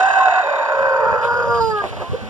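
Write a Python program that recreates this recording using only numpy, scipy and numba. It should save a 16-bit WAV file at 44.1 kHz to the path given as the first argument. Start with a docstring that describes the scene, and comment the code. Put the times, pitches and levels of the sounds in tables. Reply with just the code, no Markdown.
"""A rooster starts one long, hoarse crow in a small yard, close to a phone. First the two sides of his
voice box (the syrinx) clash in a rasp. Then they lock in a buzz at half the pitch, while a hen scuffs
the dirt and air rumbles on the moving microphone. The crow clears into a falling tone and breaks off
in croaks. Last, the hen moans and clucks, and there is a soft knock."""
import sys
import numpy as np
from scipy import signal
from scipy.fft import rfft, irfft
from scipy.io import wavfile
from scipy.ndimage import uniform_filter1d, minimum_filter1d
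from numba import njit

SR = 44100
rng = np.random.default_rng(int(sys.argv[2]) if len(sys.argv) > 2 else 0)


def master_out(mix):
    """Clip the mix to full scale and print it as 16-bit PCM to the path in sys.argv[1]."""
    frames = np.transpose(np.atleast_2d(mix))
    ceiling = np.clip(frames, -1, 1)
    pcm = np.round(ceiling * 32767).astype(np.int16)
    wavfile.write(sys.argv[1], SR, pcm)


N = 101165
T = np.arange(N) / SR
FREQS = np.arange(N // 2 + 1) * SR / N


def amp(db):
    """Turn decibels into a gain."""
    return 10 ** (np.asarray(db) / 20)


def unit(x):
    """Scale to an average power of 1."""
    return x / np.sqrt(np.mean(x ** 2))


def curve(rows, column=1):
    """Follow one column of a table over time."""
    return np.interp(T, np.array(rows)[:, 0], np.array(rows)[:, column])


def fader(rows, column=1):
    """Gain from a dB column, dying away outside the table's times."""
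    outside = np.maximum(rows[0][0] - T, 0) + np.maximum(T - rows[-1][0], 0)
    return amp(curve(rows, column)) * np.exp(-outside / 0.011)


def level_at(tone, hz):
    """Look up a frequency in a tone table."""
    return np.interp(np.log(hz + 1), np.log(np.array(tone)[:, 0]), np.array(tone)[:, 1])


def colour(x, tone):
    """Filter by a tone table, then scale to power 1."""
    return unit(irfft(rfft(x) * amp(level_at(tone, FREQS)), N))


def noise():
    """Plain white hiss."""
    return rng.standard_normal(N)


def wander(hz):
    """A smooth random wobble, mostly slower than hz."""
    return unit(signal.sosfilt(signal.butter(2, hz, fs=SR, output="sos"), noise()))


def swell(start, length):
    """A rounded rise and fall."""
    return np.sin(np.pi * np.clip((T - start) / length, 0, 1))


def burst(start, decay, attack=.003):
    """A sudden start that dies away."""
    age = np.maximum(T - start, 0)
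    return np.minimum(age / attack, 1) * np.exp(-age / decay)


def pulses(hz, scatter, spread_db):
    """Clicks of uneven spacing and size."""
    gap, size = rng.standard_normal((3000, 2)).T
    place = np.cumsum(np.exp(scatter * gap)) * SR / hz
    out = np.zeros(N)
    np.add.at(out, place[place < N].astype(int), amp(spread_db * size)[place < N])
    return unit(out - out.mean())


@njit
def resonate(x, hz, width):
    """Let through one moving band of frequencies."""
    y, band_state, low_state = np.empty(len(x)), 0., 0.
    for i in range(len(x)):
        tuning, damping = np.tan(np.pi * hz[i] / SR), width / hz[i]
        band = (band_state + tuning * (x[i] - low_state)) / (1 + tuning * (tuning + damping))
        band_state = 2 * band - band_state
        low_state += 2 * tuning * band
        y[i] = damping * band
    return y


# Tone of the yard (frequency [Hz], relative level [dB])
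YARD_COLOUR = [(30, -35), (200, -14.5), (300, -8), (480, 1.5), (700, -2), (1500, -6.5), (2100, -11),
               (3000, -8.5), (4000, -16.5), (5000, -20.5), (11000, -35.5), (15000, -45)]
# Its loudness (time [s], level [dB])
YARD_LEVEL = [(0, -37), (1, -43), (1.5, -40), (1.9, -36.5), (2.29, -36.5)]
def yard():
    """A quiet wash of background noise."""
    return fader(YARD_LEVEL) * colour(noise(), YARD_COLOUR)


# Tone of the air (frequency [Hz], relative level [dB])
AIR_COLOUR = [(20, -34.5), (40, -17.5), (70, -1), (110, 0.5), (200, -6), (300, -13), (600, -47.5),
              (2000, -69.5)]
# Its loudness before the gusts (time [s], level [dB])
AIR_LEVEL = [(0, -47), (.7, -59.5), (.82, -38.5), (.92, -45), (.97, -41.5), (1.07, -33.5), (1.2, -40.5),
             (1.48, -29), (1.57, -30.5), (1.65, -30), (1.85, -40), (1.97, -34.5), (2.06, -38.5),
             (2.12, -24), (2.18, -39), (2.24, -28.5), (2.29, -35)]
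def air_rumble():
    """A low, gusty rumble of air on the microphone, spread wide between left and right."""
    common, left, right = (colour(noise(), AIR_COLOUR) for _ in range(3))
    gusts = amp(3.05 * wander(15.8))
    return fader(AIR_LEVEL) * gusts * np.array([common + .5 * left, -common + .5 * right])


# Knock (time [s], pitch [Hz], decay [s], level [dB])
KNOCKS = [(2.225, 219, 0.058, -32)]
def knock():
    """A soft, hollow knock: one low tone dying away."""
    return sum(amp(db) * burst(start, decay) * np.sin(2 * np.pi * hz * (T - start))
               for start, hz, decay, db in KNOCKS)


# Tone of the dirt (frequency [Hz], relative level [dB])
DIRT_COLOUR = [(500, -20.5), (2200, -2), (3100, 1.5), (4200, -5.5), (6000, -22), (9500, -19),
               (15000, -42.5)]
# Foot strokes (time [s], length [s], level [dB])
FOOT_STROKES = [(0.76, 0.097, -50.5), (1.212, 0.077, -36.5), (1.538, 0.043, -38), (1.749, .06, -39.5),
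                (1.851, 0.064, -37), (2.118, 0.041, -44)]
def scuffs():
    """The hen's feet drag through gritty dirt."""
    grit = colour(pulses(1200, scatter=.99, spread_db=2.8) + noise(), DIRT_COLOUR)
    return grit * sum(amp(db) * swell(start, length) for start, length, db in FOOT_STROKES)


# Clucks (time [s], length [s], pitch [Hz], level [dB])
HEN_CLUCKS = [(2.13, 0.011, 457, -19), (2.14, 0.02, 489, -15)]
# Their harmonics, the tones at 1, 2 and 3 times the pitch (relative level [dB])
CLUCK_HARMONICS = [-0.5, -19, -26]
# Moan (time [s], pitch [Hz], levels of harmonics 2, 3, 4 [dB])
HEN_MOAN = [(2.02, 343, -58, -52, -70), (2.045, 343, -33.5, -34, -56), (2.09, 349, -51, -38, -60),
            (2.12, 382, -43, -40.5, -57), (2.155, 390, -39.5, -47, -41.5), (2.28, 376, -47, -56, -49)]
def hen():
    """A soft, nearly pure double cluck over a thin moan."""
    clucks = sum(amp(db + part_db) * swell(start, length) * np.sin(2 * np.pi * k * hz * (T - start))
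                 for start, length, hz, db in HEN_CLUCKS for k, part_db in enumerate(CLUCK_HARMONICS, 1))
    phase = 2 * np.pi * np.cumsum(curve(HEN_MOAN) * (1 + .0093 * wander(150))) / SR
    moan = sum(fader(HEN_MOAN, column=k) * np.sin(k * phase) for k in (2, 3, 4))
    return clucks + np.sqrt(2) * moan


# Tone of the croaks (frequency [Hz], relative level [dB])
CROAK_COLOUR = [(200, -15.5), (400, -7), (680, 0.5), (900, -6), (1150, -5.5), (1400, -18.5), (1600, -11.5),
                (2000, -19), (2700, -22), (5000, -34), (12000, -52)]
# Croaks (time [s], decay [s], level [dB])
CROAK_BURSTS = [(1.816, 0.0217, -23), (1.837, 0.023, -20.5), (1.924, .02, -24), (1.963, 0.026, -28.5),
                (1.998, 0.02, -24.5), (2.017, 0.014, -24.5)]
def croaks():
    """Loose pulses rattle as the crow breaks off."""
    rattle = colour(pulses(327.5, scatter=.33, spread_db=.72) + .61 * noise(), CROAK_COLOUR)
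    return rattle * sum(amp(db) * burst(start, decay) for start, decay, db in CROAK_BURSTS)


def airway(x, bands, times):
    """Ringing bands glide as the neck and beak relax; times are the start, middle and end."""
    out = 0
    for start_hz, middle_hz, end_hz, width, *db in bands:
        hz = np.interp(T, times, [start_hz, middle_hz, end_hz])
        band = x
        for _ in range(4):  # each pass makes the band's edges steeper
            band = resonate(band, hz, float(width))
        out = out + amp(np.interp(T, times, db)) * band
    return unit(out)


# Bands where the throat rings (start, middle, end [Hz], width [Hz], start, middle, end level [dB])
THROAT_BANDS = [(695, 612, 508.3, 206, -1.5, 2.5, 3.5), (1006, 960, 967, 497, -2.5, 1, -5),
                (1584, 1560, 1288, 387, -1.5, -1, 0), (1867, 1924, 1567, 570, -8, -9, -5),
                (2602, 2490, 2503, 304, -9, -9, -18.5)]
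# Bands where the beak rings (start, middle, end [Hz], width [Hz])
BEAK_BANDS = [(2900, 2850, 2850, 800), (3800, 3750, 3700, 550), (4650, 4480, 4850, 800),
              (5500, 5450, 5700, 1000), (6600, 6850, 6500, 1100), (7600, 7350, 7200, 1200),
              (9600, 10500, 10500, 3500)]
# Their strengths (start, middle, end level [dB])
BEAK_LEVELS = [(5, -3.5, 0.5), (6.5, 10, -16), (-3, -2, 4), (-6.5, -11.5, -4.5), (-1, -4.5, -4),
               (-9.5, -12, -23.5), (-18.5, -27, -11.5)]
# Loudness of the rasp (time [s], throat level [dB], beak level [dB])
RASP_LEVEL = [(0, -18, -38), (.2, -19.5, -41), (.38, -18, -42), (.44, -22.5, -45), (.6, -21, -44),
              (.76, -23.5, -46), (.95, -22, -49.5), (1.12, -20, -49.5), (1.3, -23.5, -48),
              (1.47, -24.5, -48), (1.505, -31, -46.5), (1.6, -32, -50), (1.65, -58, -53), (1.83, -60, -70)]
def rasp(flutter):
    """The two sides of the voice box clash in uneven pulses that ring in the throat and beak."""
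    clash = pulses(700.1, scatter=.33, spread_db=4)
    breath = clash + 4.7 * noise()
    beak_bands = [(*band, *levels) for band, levels in zip(BEAK_BANDS, BEAK_LEVELS)]
    throat = fader(RASP_LEVEL) * airway(clash, THROAT_BANDS, times=[.39, .47, 1.3])
    beak = fader(RASP_LEVEL, column=2) * airway(breath, beak_bands, times=[.16, .52, 1.5])
    return throat * amp(1.7 * flutter) + beak * amp(3.9 * flutter)


# High note (time [s], pitch [Hz], levels of harmonics 1, 2 [dB])
HIGH_NOTE = [(0, 747.3, -15.5, -25), (.085, 780, -16.5, -20.5), (.135, 768, -23.5, -23.5),
             (.175, 761.6, -14.5, -19), (.215, 757.1, -23, -26), (.275, 750.2, -13.5, -18.5),
             (.315, 750.4, -27, -38.5), (.378, 744.2, -16.5, -22), (.415, 735.6, -28, -27),
             (.44, 562, -25, -51), (.65, 548.3, -27.5, -29), (.8, 546.6, -18, -30),
             (.94, 535.1, -20.5, -28), (1.0, 532.9, -31, -38), (1.06, 534, -22, -53),
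             (1.13, 488.5, -29.5, -39.5), (1.25, 489.3, -34.5, -49.5), (1.44, 539.4, -38, -61),
             (1.48, 559, -20, -37), (1.51, 562.1, -34, -69)]
def high_voice(phase, flutter):
    """The opening note drops and fades; the flutter rocks it between its two harmonics."""
    first = fader(HIGH_NOTE, column=2) * amp(-2.2 * flutter) * np.sin(phase)
    second = fader(HIGH_NOTE, column=3) * amp(4.5 * flutter) * np.sin(2 * phase)
    return first + second


# Low note (time [s], pitch [Hz])
LOW_PITCH = [(.6, 460), (.85, 460.2), (.99, 464.9), (1.04, 443.6), (1.085, 470.4), (1.13, 442),
             (1.21, 435.7), (1.26, 476), (1.39, 481), (1.46, 470.5), (1.504, 469.6), (1.55, 469.6),
             (1.596, 464.7), (1.606, 455.2), (1.68, 444), (1.724, 429.5), (1.82, 399.2)]
# Its loudness (time [s], levels of harmonics 1, 2, 3, 4 [dB], level of the higher ones [dB])
LOW_LEVELS = [(.58, -54, -30, -70.5, -76, -77), (.84, -50.5, -31.5, -48.5, -59, -59.5),
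              (.98, -31, -23.5, -31.5, -52, -58), (1.022, -26.5, -26, -27.5, -52, -71),
              (1.038, -29, -21, -26.5, -52, -62), (1.19, -35.5, -30, -31, -70, -58),
              (1.31, -30.5, -20, -23.5, -49, -57.5), (1.41, -24.5, -25, -22.5, -63, -55),
              (1.465, -29, -27.5, -34, -76, -64), (1.51, -22, -24, -20.5, -61, -54.5),
              (1.598, -21.5, -28.5, -39.5, -78, -48), (1.607, -21, -17, -25.5, -45, -41.5),
              (1.695, -22.5, -23, -33, -52, -44.5), (1.715, -27, -23.5, -32, -27.5, -43),
              (1.74, -26, -32.5, -23, -37.5, -55.5), (1.785, -31, -25, -23.5, -28, -72),
              (1.812, -35, -42, -20.5, -23, -54), (1.835, -61, -55, -47, -57, -73)]
# How the throat shapes the higher ones (frequency [Hz], gain [dB])
THROAT_GAIN = [(2000, -23), (2600, -17), (3400, -20), (4000, -5), (4500, -2), (4690, 5), (4850, 1),
               (5000, 3), (5300, -17.5), (6600, -17), (7100, -24), (7550, -13), (8500, -34), (10800, -18),
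               (13000, -38)]
# Half-pitch buzz (time [s], level [dB])
BUZZ_LEVEL = [(1.2, -36), (1.38, -29), (1.42, -31), (1.48, -30), (1.51, -19), (1.595, -18.5), (1.61, -43),
              (1.64, -72)]
# Its tones, halfway between harmonics (frequency [times the pitch])
BUZZ_TONES = [1.5, 2.5, 3.5, 10.5]
# Their strengths (relative level [dB])
BUZZ_GAINS = [-13.5, -3, -14, -27]
def low_voice(phase):
    """The low note buzzes while its wave repeats only every second swing, then clears and falls."""
    hz = curve(LOW_PITCH)
    body = sum(fader(LOW_LEVELS, column=k) * np.sin(k * phase) for k in range(1, 5))
    flicker_db = 2.5
    treble = sum(amp(level_at(THROAT_GAIN, k * hz) + flicker_db * wander(20)) * np.sin(k * phase)
                 for k in range(5, 29))
    buzz = sum(amp(db) * np.sin(k * phase) for k, db in zip(BUZZ_TONES, BUZZ_GAINS))
    return body + fader(LOW_LEVELS, column=5) * treble + fader(BUZZ_LEVEL) * buzz


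# Shakiness of the voice (time [s], amount [relative])
SHAKINESS = [(0, .02), (.17, .019), (.22, .036), (.45, .04), (.85, .02), (1.15, .031), (1.35, .028),
             (1.47, .026), (1.51, .005), (1.82, .005)]
def membrane(hz, shake):
    """One side of the voice box vibrates, unsteady in pitch and strength."""
    rough = shake * curve(SHAKINESS)
    phase = 2 * np.pi * np.cumsum(hz * (1 + rough * wander(255))) / SR
    strength = 1 + 8.2 * rough * wander(110)
    return phase, strength


# Extra tones (time [s], level at high + low pitch [dB], level at twice high + low pitch [dB])
MIXED_TONES = [(.5, -43, -42.5), (.7, -28.5, -31.5), (.85, -27, -23.5), (.96, -26.5, -26),
               (1.03, -34.5, -43), (1.2, -31, -30.5), (1.42, -47.5, -44.5)]
def voice_box(flutter):
    """Each side sings a note; as they drive each other, tones appear at sums of their pitches."""
    high_phase, high_strength = membrane(curve(HIGH_NOTE), shake=.94)
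    low_phase, low_strength = membrane(curve(LOW_PITCH), shake=.75)
    mixed = sum(fader(MIXED_TONES, column=k) * np.sin(k * high_phase + low_phase) for k in (1, 2))
    high = high_strength * (high_voice(high_phase, flutter) + mixed)
    low = low_strength * low_voice(low_phase)
    return np.sqrt(2) * (high + low)


# Fast trembling of the voice (time [s], rate [Hz])
FLUTTER_RATE = [(0, 39.32), (.42, 37.4), (.6, 30.13), (1.0, 27.87), (1.5, 34.3)]
def crow():
    """Rasp and voice flutter together, with a short squeak in the opening note."""
    flutter_hz = curve(FLUTTER_RATE) * (1 + .098 * wander(14))
    flutter = np.sin(2 * np.pi * np.cumsum(flutter_hz) / SR)
    squeak = amp(-7) * burst(start=.201, decay=.022) * np.sin(2 * np.pi * 1065 * T)
    bass_cut = signal.butter(8, 390, "high", fs=SR, output="sos")
    return signal.sosfilt(bass_cut, rasp(flutter) + voice_box(flutter) + squeak)


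def wall_echo(x, fade_s=.12, top_hz=2700, level_db=-7):
    """Low walls return a short, dull echo, different on the left and right."""
    t = T[:SR // 2]
    tails = rng.standard_normal((2, len(t))) * amp(-60 * t / fade_s) * (t > .004)
    dull = signal.sosfilt(signal.butter(1, top_hz, fs=SR, output="sos"), x)
    echoes = [signal.fftconvolve(dull, tail / np.linalg.norm(tail))[:N] for tail in tails]
    return amp(level_db) * np.array(echoes)


# How far the left wave is ahead; negative is behind (frequency [Hz], phase [radians])
LEFT_LEAD = [(0, 0), (1000, -.1), (1250, -.4), (1500, -1.4), (2580, -4.7), (7240, -18.6), (15000, -41.5)]
# Balance (frequency [Hz], left minus right level [dB])
BALANCE = [(60, -3.5), (110, 0), (200, -8.5), (380, -4), (690, -4), (1280, 1), (2360, -1), (4360, 1),
           (8040, 1), (14800, 0)]
def microphone(x):
    """The microphone's two openings hear the sound with a lag and at different levels."""
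    lead = np.interp(FREQS, *np.array(LEFT_LEAD).T)
    tilt = amp(level_at(BALANCE, FREQS) / 2)
    return np.array([irfft(rfft(x) * tilt * np.exp(1j * lead), N), irfft(rfft(x) / tilt, N)])


def scene():
    """The birds and their echo, over yard noise and rumbling air."""
    close = crow() + croaks() + hen() + scuffs() + knock()
    shared, left, right = yard(), yard(), yard()
    return microphone(close + shared) + wall_echo(close) + .47 * np.array([left, right]) + air_rumble()


def record(dry):
    """The phone turns down the loudest peaks and cuts the highest treble."""
    ceiling, top_hz = .85, 15400
    allowed = ceiling / np.maximum(np.abs(dry).max(axis=0), ceiling)
    gain = uniform_filter1d(minimum_filter1d(allowed, size=401), size=401)
    return signal.sosfilt(signal.ellip(8, .2, 70, top_hz, fs=SR, output="sos"), dry * gain)


dry = scene()
out = record(dry)
master_out(out)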